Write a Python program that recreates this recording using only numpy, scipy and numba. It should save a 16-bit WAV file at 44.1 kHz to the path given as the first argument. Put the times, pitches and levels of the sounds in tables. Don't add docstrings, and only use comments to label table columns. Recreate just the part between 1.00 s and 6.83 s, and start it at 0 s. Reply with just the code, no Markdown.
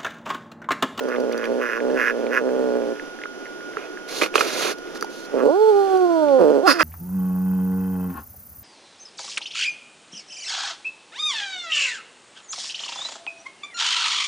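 import sys
import numpy as np
from scipy import signal
from scipy.fft import rfft, irfft
from scipy.io import wavfile
from scipy.ndimage import uniform_filter1d
from numba import njit

SR = 44100
rng = np.random.default_rng(int(sys.argv[2]) if len(sys.argv) > 2 else 0)


def generate_wav(signal):
    frames = np.transpose(np.atleast_2d(signal))
    scaled = np.clip(frames, -1, 1) * 32767
    pcm = np.round(scaled).astype(np.int16)
    wavfile.write(sys.argv[1], SR, pcm)


N = 257103
T = np.arange(N) / SR

# (frequency [Hz], relative density [dB])
ROOM_TONE = [(20, -13.5), (40, -35), (86, -28), (125, -24.5), (170, -17), (260, -5.5), (365, 0.5),
             (480, -4), (690, -10), (1050, -16.5), (1500, -14), (2100, -21), (2700, -22), (3200, -21),
             (4000, -29.5), (5800, -25), (7200, -33.5), (8080, -49), (9000, -34.5), (10200, -36),
             (13300, -45.5), (14200, -59)]
ROOM_TONE_DB, WHINE_HZ, WHINE_DB = -39, 1437, -43.5
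# (frequency [Hz], lead of the left [rad])
PORT_PHASE = [(0, 0), (260, 2.1), (600, 0.7), (950, 1.5), (2150, 0.3), (4650, -0.5), (5170, -1.3),
              (6370, 0.2), (7750, -0.2), (10300, 0.6), (11600, 0.1), (14600, -0.0), (15100, 0.4),
              (15800, -0.3)]
# (frequency [Hz], left minus right [dB])
PORT_BALANCE = [(60, -1), (110, -2), (200, -7.5), (380, -2.5), (700, -8), (1290, -6.5), (2380, -4),
                (4400, -3), (8120, -3), (15000, -4)]
ROOM_T60_S, ROOM_DB = .05, -5
DIFFUSE_ABOVE_HZ, TOP_HZ = 2500, 15700

# (time [s], level [dB])
BOWL_TICKS = [(0.036, -39), (.088, -34.5), (.203, -33), (.325, -29.5), (.378, -29), (0.4437, -35),
              (.454, -33), (3.785, -36), (4.0105, -25), (4.0255, -22.5), (4.046, -31.5), (4.974, -36)]
# (frequency [Hz], level [dB], decay by 60 dB [s])
BOWL_PARTIALS = [(4750, -1.5, 0.014), (5904, 0, 0.0062), (9680, -6.5, 0.0042), (12400, -16, .008)]
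# (time [s], level [dB], ring [Hz], splash decay [s])
SMACKS = [(0.124, -19, 1460, 0.0037), (0.161, -20.5, 2100, 0.0022), (0.315, -22, 1680, 0.0029),
          (.331, -27, 2500, 0.005), (0.4416, -14, 2260, 0.00076), (0.455, -16, 2360, 0.00054),
          (0.803, -20.5, 1580, 0.0029), (0.9015, -21, 1680, 0.0027), (1.267, -19, 2320, 0.00079),
          (1.491, -22.5, 1586, 0.002), (1.9969, -19.5, 1700, 0.00063), (2.1886, -23, 1650, 0.0007),
          (2.2163, -21.5, 1680, 0.003), (2.237, -16, 2040, 0.0004), (2.2564, -18, 1370, 0.0014),
          (2.456, -25, 1970, 0.00081), (2.465, -26, 1830, 0.00065), (2.607, -29, 1480, 0.0015),
          (2.735, -27, 1510, 0.002), (2.7702, -9.5, 1350, 0.00044), (2.973, -22, 1560, .0015),
          (3.872, -26, 2110, 0.00081), (3.957, -25, 1420, .004), (4.0101, -32, 1450, .001),
          (4.0252, -8.5, 1310, 0.00061), (4.044, -20.5, 830, 0.0022), (5.01, -36, 2390, .002),
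          (5.285, -26, 2383, 0.0018)]

# (centre [Hz], width [Hz], level [dB])
NOSE = [(475.6, 189, 12), (249, 104, 3.5), (758, 180, -7.5)]
# (centre [Hz], width [Hz], level [dB])
NOSTRIL_AIR = [(3340, 830, -38.5), (4190, 1100, -35.5), (8150, 3400, -42), (12400, 1400, -49.5)]
# (centre [Hz], width [Hz], level [dB])
UPPER_MOUTH = [(1173, 160, -6.5), (2545, 350, -15), (5630, 1600, -30.5), (9800, 2200, -39.5),
               (13900, 1800, -37)]
REOPEN_DB = -11

# (time [s], pulse rate [Hz], effort [dB], steadiness [0-1])
GROWL = [(0, 133.7, -27.5, 0.12), (.108, 122.6, -26, 0), (.25, 124.5, -23, 0.16), (.33, 119.9, -27.5, 0),
         (.444, 116.3, -23, 0), (.532, 124.1, -23, 0.08), (.602, 124.5, -25, 0.02),
         (.7, 112.8, -27.5, 0.05), (.77, 115, -27, 0.49), (.9, 131.6, -21.5, 0.55),
         (.945, 133.3, -24, 0.46), (1.042, 118.7, -27.5, 0), (1.27, 118.2, -26, 0), (1.4, 124.1, -25, 0),
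         (1.48, 126.8, -23, 0.27), (1.766, 123.3, -22.5, 0.95), (1.842, 118.1, -26.5, 0.99),
         (1.93, 119.4, -26.5, 0.8), (1.97, 120.5, -56, 1)]
# (opens [s], shuts [s], first mouth level [dB], last mouth level [dB], mid resonance [Hz])
CHEWS = [(0.078, 0.166, -35, -33, 1390), (0.328, .48, -40.5, -28.5, 1410), (0.602, 0.796, -25, -30, 1490),
         (0.961, 1.118, -23, -23, 1575), (1.307, 1.401, -25, -19.5, 1498)]
JAW_OPEN_S, JAW_SHUT_S, SHUT_MOUTH_DB = 0.039, 0.039, -46.5
NOSE_DUCK_DB, NOSE_DUCK_S = 7, 0.11
JAW_ARCH_DB, JAW_ARCH_HZ = 1, 150
ROUGH, SWING, OPEN_SWING = (.2, .12), (.5, 1), .4

# (frequency [Hz], relative density [dB])
TEETH = [(1180, 0.5), (2000, -6.5), (2670, -1.5), (3090, -0.5), (3940, 5.5), (4450, 6), (4900, 1.5),
         (6640, 1.5), (7770, -14), (9660, -5), (11700, -10), (14700, -19), (16000, -27)]
# (centre [Hz], width [Hz], level [dB])
THROAT = [(452, 288, 5.5), (1330, 700, -4.5), (2430, 1040, -6)]
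# (time [s], teeth level [dB], throat relative to teeth [dB])
HISSES = [
    [(3.06, -76, -2), (3.088, -37.5, 1), (3.19, -32, -6), (3.208, -33, -4), (3.22, -28.5, 11.5),
     (3.24, -29.5, 4.5), (3.29, -53.5, 10)],
    [(3.335, -56, 18), (3.357, -25.5, 2.5), (3.379, -35, 6.5), (3.41, -27.5, 1), (3.425, -32, 5),
     (3.522, -33, 1), (3.652, -28.5, 4.5), (3.718, -33, 4.5), (3.75, -59, 3)],
]
# (start [s], length [s], teeth level [dB], throat relative to teeth [dB])
SNIFFS = [(2.766, 0.105, -59, 19.5), (3.948, 0.028, -45, -13), (4.1, 0.16, -47.5, -16)]
SNIFF_EDGE_S = 0.0067
# (time [s], level [dB], burst length [s], middle ring [dB])
SPITS = [(3.2144, -14.5, 0.0021, -1), (3.219, -12, 0.0075, -10), (3.228, -21.5, 0.0046, -14),
         (3.234, -9, 0.0016, -12), (3.24, -12.5, 0.0067, -10), (3.261, -17, 0.003, -5),
         (3.341, -18, 0.0015, -7), (3.355, -5, 0.0046, -1), (3.379, -11.5, 0.0043, -5),
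         (3.408, -10, 0.0057, 2), (5.677, -23, .0033, 15), (5.807, -10, .003, -3)]
# (centre [Hz], width [Hz])
SPIT_RINGS = [(470, 210), (1270, 290), (2550, 550)]
SPIT_LOW_DB, SPIT_HIGH_DB = -8, -0.5

# (time [s], pulse rate [Hz], nose level [dB], mouth level [dB])
CREAKS = [
    [(4.3, 150, -56, -67), (4.345, 136.1, -20, -53), (4.4, 117.2, -23, -27), (4.462, 145.3, -16, -52),
     (4.5, 142, -24.5, -62)],
    [(5.385, 197, -26.5, -43), (5.41, 177.3, -13.5, -37), (5.46, 150.7, -14, -43), (5.53, 142.9, -17, -46),
     (5.565, 139.5, -16, -43), (5.6, 136.5, -20.5, -55), (5.625, 133.3, -29, -55)],
]
CREAK_MOUTH_HZ = 1280
# (start [s], length [s], mouth level [dB], air level [dB], first resonance [Hz], last resonance [Hz])
SNARLS = [(5.677, 0.037, -14, -26.5, 1230, 1453), (5.797, .04, -18, -32.5, 1400, 1490)]
SNARL_SWELL_S, SNARL_FADE_S, SNARL_AIR_LAG_S, SNARL_QUIET_DB = 0.013, 0.018, 0.013, -15.5
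SNARL_LINGER_S, SNARL_LINGER_DB = 0.036, -17
# (centre [Hz], width [Hz], level [dB])
SNARL_WHISTLE = (4930, 1000, 0.67)
# (time [s], roughness [0-1], long-short swing [0-1])
CREAK_GRAIN = [(0, .2, .3)]
# (time [s], roughness [0-1], long-short swing [0-1])
SNARL_GRAIN = [(0, .3, .3)]
# (time [s], pitch [Hz], level [dB], extra on the fundamental [dB])
YOWL = [(4.47, 222, -24, -14), (4.504, 287.4, -17.5, 1), (4.556, 381, -13.5, -1),
        (4.588, 417.6, -14.5, -1.5), (4.62, 436, -11.5, -1), (4.694, 434, -10.5, -2.5),
        (4.73, 404, -15.5, 1.5), (4.8, 397, -12.5, -3), (4.89, 384.4, -14, -5.5), (5.024, 364.8, -13.5, 2),
        (5.194, 315.6, -13.5, -1), (5.314, 276.5, -16.5, -0.5), (5.39, 252.8, -17, 2.5),
        (5.42, 234.5, -25, -14)]
# (time [s], pitch [Hz], level [dB], extra on the fundamental [dB])
YELP = [(5.609, 258.7, -32, -5), (5.64, 360.3, -16, 0), (5.664, 396.8, -6, -14.5),
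        (5.685, 304.9, -18.5, 9.5), (5.721, 249, -30, 15.5), (5.742, 358.2, -30, 1),
        (5.83, 303.4, -24, 7.5)]
# (frequency [Hz], level [dB])
VOICE_THROAT = [(240, -16), (320, -9.5), (430, -1.5), (520, 3.5), (640, -8.5), (780, -11.5), (1000, -18),
                (1300, -32), (1500, -29), (1750, -58), (2100, -55)]
# (frequency [Hz], level [dB])
SHEEN = [(2000, -60), (3000, -60), (3450, -44), (3900, -54), (4400, -43), (5000, -60), (11500, -70),
         (12700, -56), (13500, -75)]


def undb(db):
    return 10 ** (np.asarray(db) / 20)


def unit(x):
    return x / np.sqrt(np.mean(x ** 2))


def curves(table, edge_s=0.035):
    s, *columns = np.transpose(table)
    nearest_edge = np.minimum(T - s[0] + edge_s, s[-1] + edge_s - T)
    gate = np.clip(nearest_edge / edge_s, 0, 1)
    return [gate] + [np.interp(T, s, c) for c in columns]


def span(table):
    return slice(max(int(table[0][0] * SR) - 400, 0), int(table[-1][0] * SR) + 400)


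def spectrum(table, hz):
    f, v = np.transpose(table)
    return np.interp(np.log(hz + 1), np.log(f + 1), v)


def coloured(table):
    gain = undb(spectrum(table, np.fft.rfftfreq(N, 1 / SR)))
    return unit(irfft(rfft(rng.standard_normal(N)) * gain, N))


def walk(rate):
    k = int(SR / rate)
    steps = np.repeat(rng.standard_normal(N // k + 1), k)
    return 1.3 * uniform_filter1d(uniform_filter1d(steps, k), k)[:N]


@njit
def svf(x, hz, width):
    y, band, low = np.empty(len(x)), 0., 0.
    for i in range(len(x)):
        g, k = np.tan(np.pi * hz[i] / SR), width / hz[i]
        v = (band + g * (x[i] - low)) / (1 + g * (g + k))
        band, low, y[i] = 2 * v - band, low + 2 * g * v, k * v
    return y


def ring(x, hz, width):
    hz = hz + np.zeros(len(x))
    return svf(svf(svf(x, hz, 1. * width), hz, 2. * width), hz, 3. * width)


def modes(x, table):
    return sum((-1) ** k * undb(db) * ring(x, f, w) for k, (f, w, db) in enumerate(table))


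def treble(x):
    return signal.sosfilt(signal.butter(2, DIFFUSE_ABOVE_HZ, "high", fs=SR, output="sos"), x)


def ports(x, pan_db):
    hz = np.fft.rfftfreq(N, 1 / SR)
    half = undb((spectrum(PORT_BALANCE, hz) + pan_db) / 2) * np.exp(.5j * spectrum(PORT_PHASE, hz))
    pair = np.array([half, 1 / half])
    return irfft(rfft(x) * pair / np.abs(pair.mean(axis=0)), N)


def diffuse(x, db):
    return undb(db) * treble(x) * np.array([[.7], [-1]])


def room(x):
    t = np.arange(int(.3 * SR)) / SR
    tail = rng.standard_normal((2, len(t))) * np.exp(-np.log(1000) * t / ROOM_T60_S) * (t > .001)
    tail = tail / np.sqrt(np.sum(tail[0] ** 2))
    return undb(ROOM_DB) * signal.fftconvolve(treble(x)[None], tail, axes=1)[:, :N]


def kitchen():
    phase = 2 * np.pi * np.cumsum(WHINE_HZ + 1.57 * walk(8)) / SR
    whine = np.sqrt(2) * np.sin(phase) * undb(WHINE_DB + 1.8 * walk(25.02))
    rumble = coloured(ROOM_TONE) * undb(ROOM_TONE_DB + 1.3 * walk(12))
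    return ports(rumble + whine, 1.6) + diffuse(coloured(ROOM_TONE), ROOM_TONE_DB + 2.5)


def ticks():
    t, hits = np.arange(2000) / SR, np.zeros(N)
    for s, db in BOWL_TICKS:
        hits[int(s * SR)] = undb(db)
    bowl = sum(undb(db) * np.sin(2 * np.pi * hz * t) * np.exp(-np.log(1000) * t / t60)
               for hz, db, t60 in BOWL_PARTIALS)
    return signal.fftconvolve(hits, bowl)[:N]


def smacks(cycles=2.3, splash_db=3, thud_db=-15, thud_hz=450, thud_s=0.0071):
    out, t = np.zeros(N + 2000), np.arange(2000) / SR
    noise = rng.standard_normal((len(SMACKS), 2000))
    for (s, db, hz, splash_s), n in zip(SMACKS, noise):
        pop = np.sin(2 * np.pi * hz * t) * np.exp(-t * hz / cycles) * np.minimum(t * hz, 1)
        spray = n * np.exp(-t / max(splash_s, 1e-4))
        splash = undb(splash_db) * ring(spray, 1.15 * hz, .6 * hz)
        thud = undb(thud_db) * np.sin(2 * np.pi * thud_hz * t) * np.exp(-t / thud_s)
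        start = int(s * SR)
        out[start:start + len(t)] += undb(db) * (pop + splash + thud)
    return out[:N]


def snarl_shape(s, length, db):
    end = s + length + SNARL_FADE_S
    times = [s - SNARL_SWELL_S, s, s + length, end, end + SNARL_LINGER_S]
    return times, db + np.array([SNARL_QUIET_DB, 0, 0, SNARL_LINGER_DB, SNARL_LINGER_DB])


def hiss(snarl_throat_db=-4):
    teeth = coloured(TEETH) * undb(1.5 * walk(150))
    throat = unit(modes(rng.standard_normal(N), THROAT))
    out = 0
    for table in HISSES:
        gate, db, throat_db = curves(table, edge_s=0.0023)
        out = out + gate * undb(db) * (teeth + undb(throat_db) * throat)
    hz, width, whistle_db = SNARL_WHISTLE
    whistle = undb(whistle_db) * unit(ring(teeth, hz, width))
    bared = teeth + whistle + undb(snarl_throat_db) * throat
    for s, length, _, db, *_ in SNARLS:
        shape = snarl_shape(s, length + SNARL_AIR_LAG_S, db)
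        gate, air_db = curves(np.transpose(shape), edge_s=0.0021)
        out = out + gate * undb(air_db) * bared
    for s, length, db, throat_db in SNIFFS:
        gate = curves([(s,), (s + length,)], SNIFF_EDGE_S)[0] ** 2
        out = out + gate * undb(db) * (teeth + undb(throat_db) * throat)
    return out


def spits(crack_db=-8, crack_hz=4500, snap=4.7):
    out, t = np.zeros(N + 2000), np.arange(2000) / SR
    noise = rng.standard_normal((len(SPITS), 2000))
    for (s, db, length_s, middle_db), n in zip(SPITS, noise):
        burst = n * np.exp(-(t / length_s) ** 3) * (1 + snap * np.exp(-t / .0004))
        rings = [ring(burst, hz, width) for hz, width in SPIT_RINGS]
        rings.append(ring(burst, crack_hz, crack_hz))
        levels_db = [SPIT_LOW_DB, middle_db, SPIT_HIGH_DB, crack_db]
        sound = sum(undb(g) * r / np.max(np.abs(r)) for g, r in zip(levels_db, rings))
        start = int(s * SR)
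        out[start:start + len(t)] += undb(db) * sound
    return out[:N]


def nostrils(air):
    return sum(undb(db) * unit(ring(air, hz, width)) for hz, width, db in NOSTRIL_AIR)


def pulsed_voice(tract, rate, grain, mouth_width_hz=650, nose_top_hz=1200, puff=.35, rasp=2.6):
    on = span(tract)
    gate, nose_db, mouth_db, mouth_hz = (c[on] for c in curves(tract))
    rough, swing = (c[on] for c in curves(grain)[1:])
    hz = curves(rate)[1][on] * (1 + .08 * rough * walk(30)[on])
    at = np.flatnonzero(np.diff(np.floor(np.cumsum(hz) / SR)))
    chance, turn = rng.standard_normal((len(at), 2)).T, (-1.) ** np.arange(len(at))
    size = undb(8 * rough[at] * chance[0] + 1.2 * swing[at] * turn)
    shift = .15 * rough[at] * chance[1] + .06 * swing[at] * turn
    at = np.clip(at + (shift * SR / hz[at]).astype(int), 0, len(hz) - 1)
    pulses = np.zeros(len(hz))
    pulses[at] = size / np.sqrt(hz[at])
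    muffle = signal.butter(4, nose_top_hz, fs=SR, output="sos")
    nose = unit(signal.sosfilt(muffle, modes(pulses, NOSE)))
    puffs = signal.lfilter([1], [1, -np.exp(-np.mean(hz) / puff / SR)], pulses)
    air = puffs * rng.standard_normal(len(hz))
    drive = unit(pulses) + rasp * rough * unit(air)
    drive = drive + undb(REOPEN_DB) * np.roll(drive, int(SR / np.mean(hz) / 2))
    mouth = svf(ring(drive, mouth_hz, mouth_width_hz), mouth_hz, 2. * mouth_width_hz)
    mouth = mouth + modes(drive, UPPER_MOUTH)
    out = np.zeros(N)
    out[on] = gate * (undb(nose_db) * (nose + nostrils(unit(air))) + undb(mouth_db) * unit(mouth))
    return out


def creaks():
    out = 0
    for creak in CREAKS:
        tract = [(s, nose_db, mouth_db, CREAK_MOUTH_HZ) for s, _, nose_db, mouth_db in creak]
        out = out + pulsed_voice(tract, creak, CREAK_GRAIN)
    return out


def snarls(nose_db=-50):
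    out = 0
    for s, length, db, _, hz, last_hz in SNARLS:
        times, mouth_db = snarl_shape(s, length, db)
        mouth_hz = np.interp(times, [s, s + length], [hz, last_hz])
        tract = np.transpose([times, nose_db + 0 * mouth_db, mouth_db, mouth_hz])
        out = out + pulsed_voice(tract, YELP, SNARL_GRAIN)
    return out


def clear_voice(table, waver=0.0037, flutter_db=1.5, breath_db=-4, count=36):
    on = span(table)
    gate, hz, level_db, first_db = (c[on] for c in curves(table))
    phase = 2 * np.pi * np.cumsum(hz * (1 + waver * walk(60)[on])) / SR
    voice = 0
    for k in range(1, count):
        colour = VOICE_THROAT if k < 6 else SHEEN
        db = level_db + spectrum(colour, k * hz) + first_db * (k == 1)
        voice = voice + np.sqrt(2) * undb(db) * np.sin(k * phase + k * k)
    breath = undb(level_db + breath_db) * nostrils(rng.standard_normal(len(hz)))
    out = np.zeros(N)
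    out[on] = gate * (voice + breath)
    return out * undb(flutter_db * walk(40))


def growl():
    s = np.arange(0, GROWL[-1][0], .004)
    times, _, effort, steadiness = np.transpose(GROWL)
    nose_db, steady = np.interp(s, times, effort), np.interp(s, times, steadiness)
    mouth_db, mouth_hz, jaw = SHUT_MOUTH_DB + 0 * s, 0 * s + CHEWS[0][-1], 0 * s
    for opens, shuts, first_db, last_db, hz in CHEWS:
        down = np.clip(np.minimum((s - opens) / JAW_OPEN_S + .5, (shuts - s) / JAW_SHUT_S + .5), 0, 1)
        arch = np.sin(np.pi * np.clip((s - opens) / (shuts - opens), 0, 1))
        open_db = np.interp(s, [opens, shuts], [first_db, last_db])
        mouth_db = mouth_db + down * (open_db - SHUT_MOUTH_DB) + JAW_ARCH_DB * arch
        nose_db = nose_db - NOSE_DUCK_DB * down * np.clip((s - opens) / NOSE_DUCK_S, 0, 1)
        mouth_hz = np.where(down > 0, hz + JAW_ARCH_HZ * (arch - .5), mouth_hz)
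        jaw = jaw + down
    rough, swing = np.interp(steady, [0, 1], ROUGH), np.interp(steady, [0, 1], SWING)
    grain = np.transpose([s, rough, swing * (1 - (1 - OPEN_SWING) * jaw)])
    return pulsed_voice(np.transpose([s, nose_db, mouth_db, mouth_hz]), GROWL, grain)


def scene():
    eater = growl() + smacks() + ticks()
    spitter = hiss() + spits()
    yowler = creaks() + clear_voice(YOWL) + clear_voice(YELP) + snarls()
    cats = ports(eater, 0.13) + ports(spitter, -0.71) + ports(yowler, -2.2)
    cats = cats + room(eater + spitter + yowler)
    cats = cats + diffuse(hiss(), -5)
    return signal.sosfilt(signal.butter(4, 185, "high", fs=SR, output="sos"), cats) + kitchen()


def record(dry):
    return signal.sosfilt(signal.ellip(10, .2, 80, TOP_HZ, fs=SR, output="sos"), np.clip(dry, -1, 1))


dry = scene()
out = record(dry)
generate_wav(out)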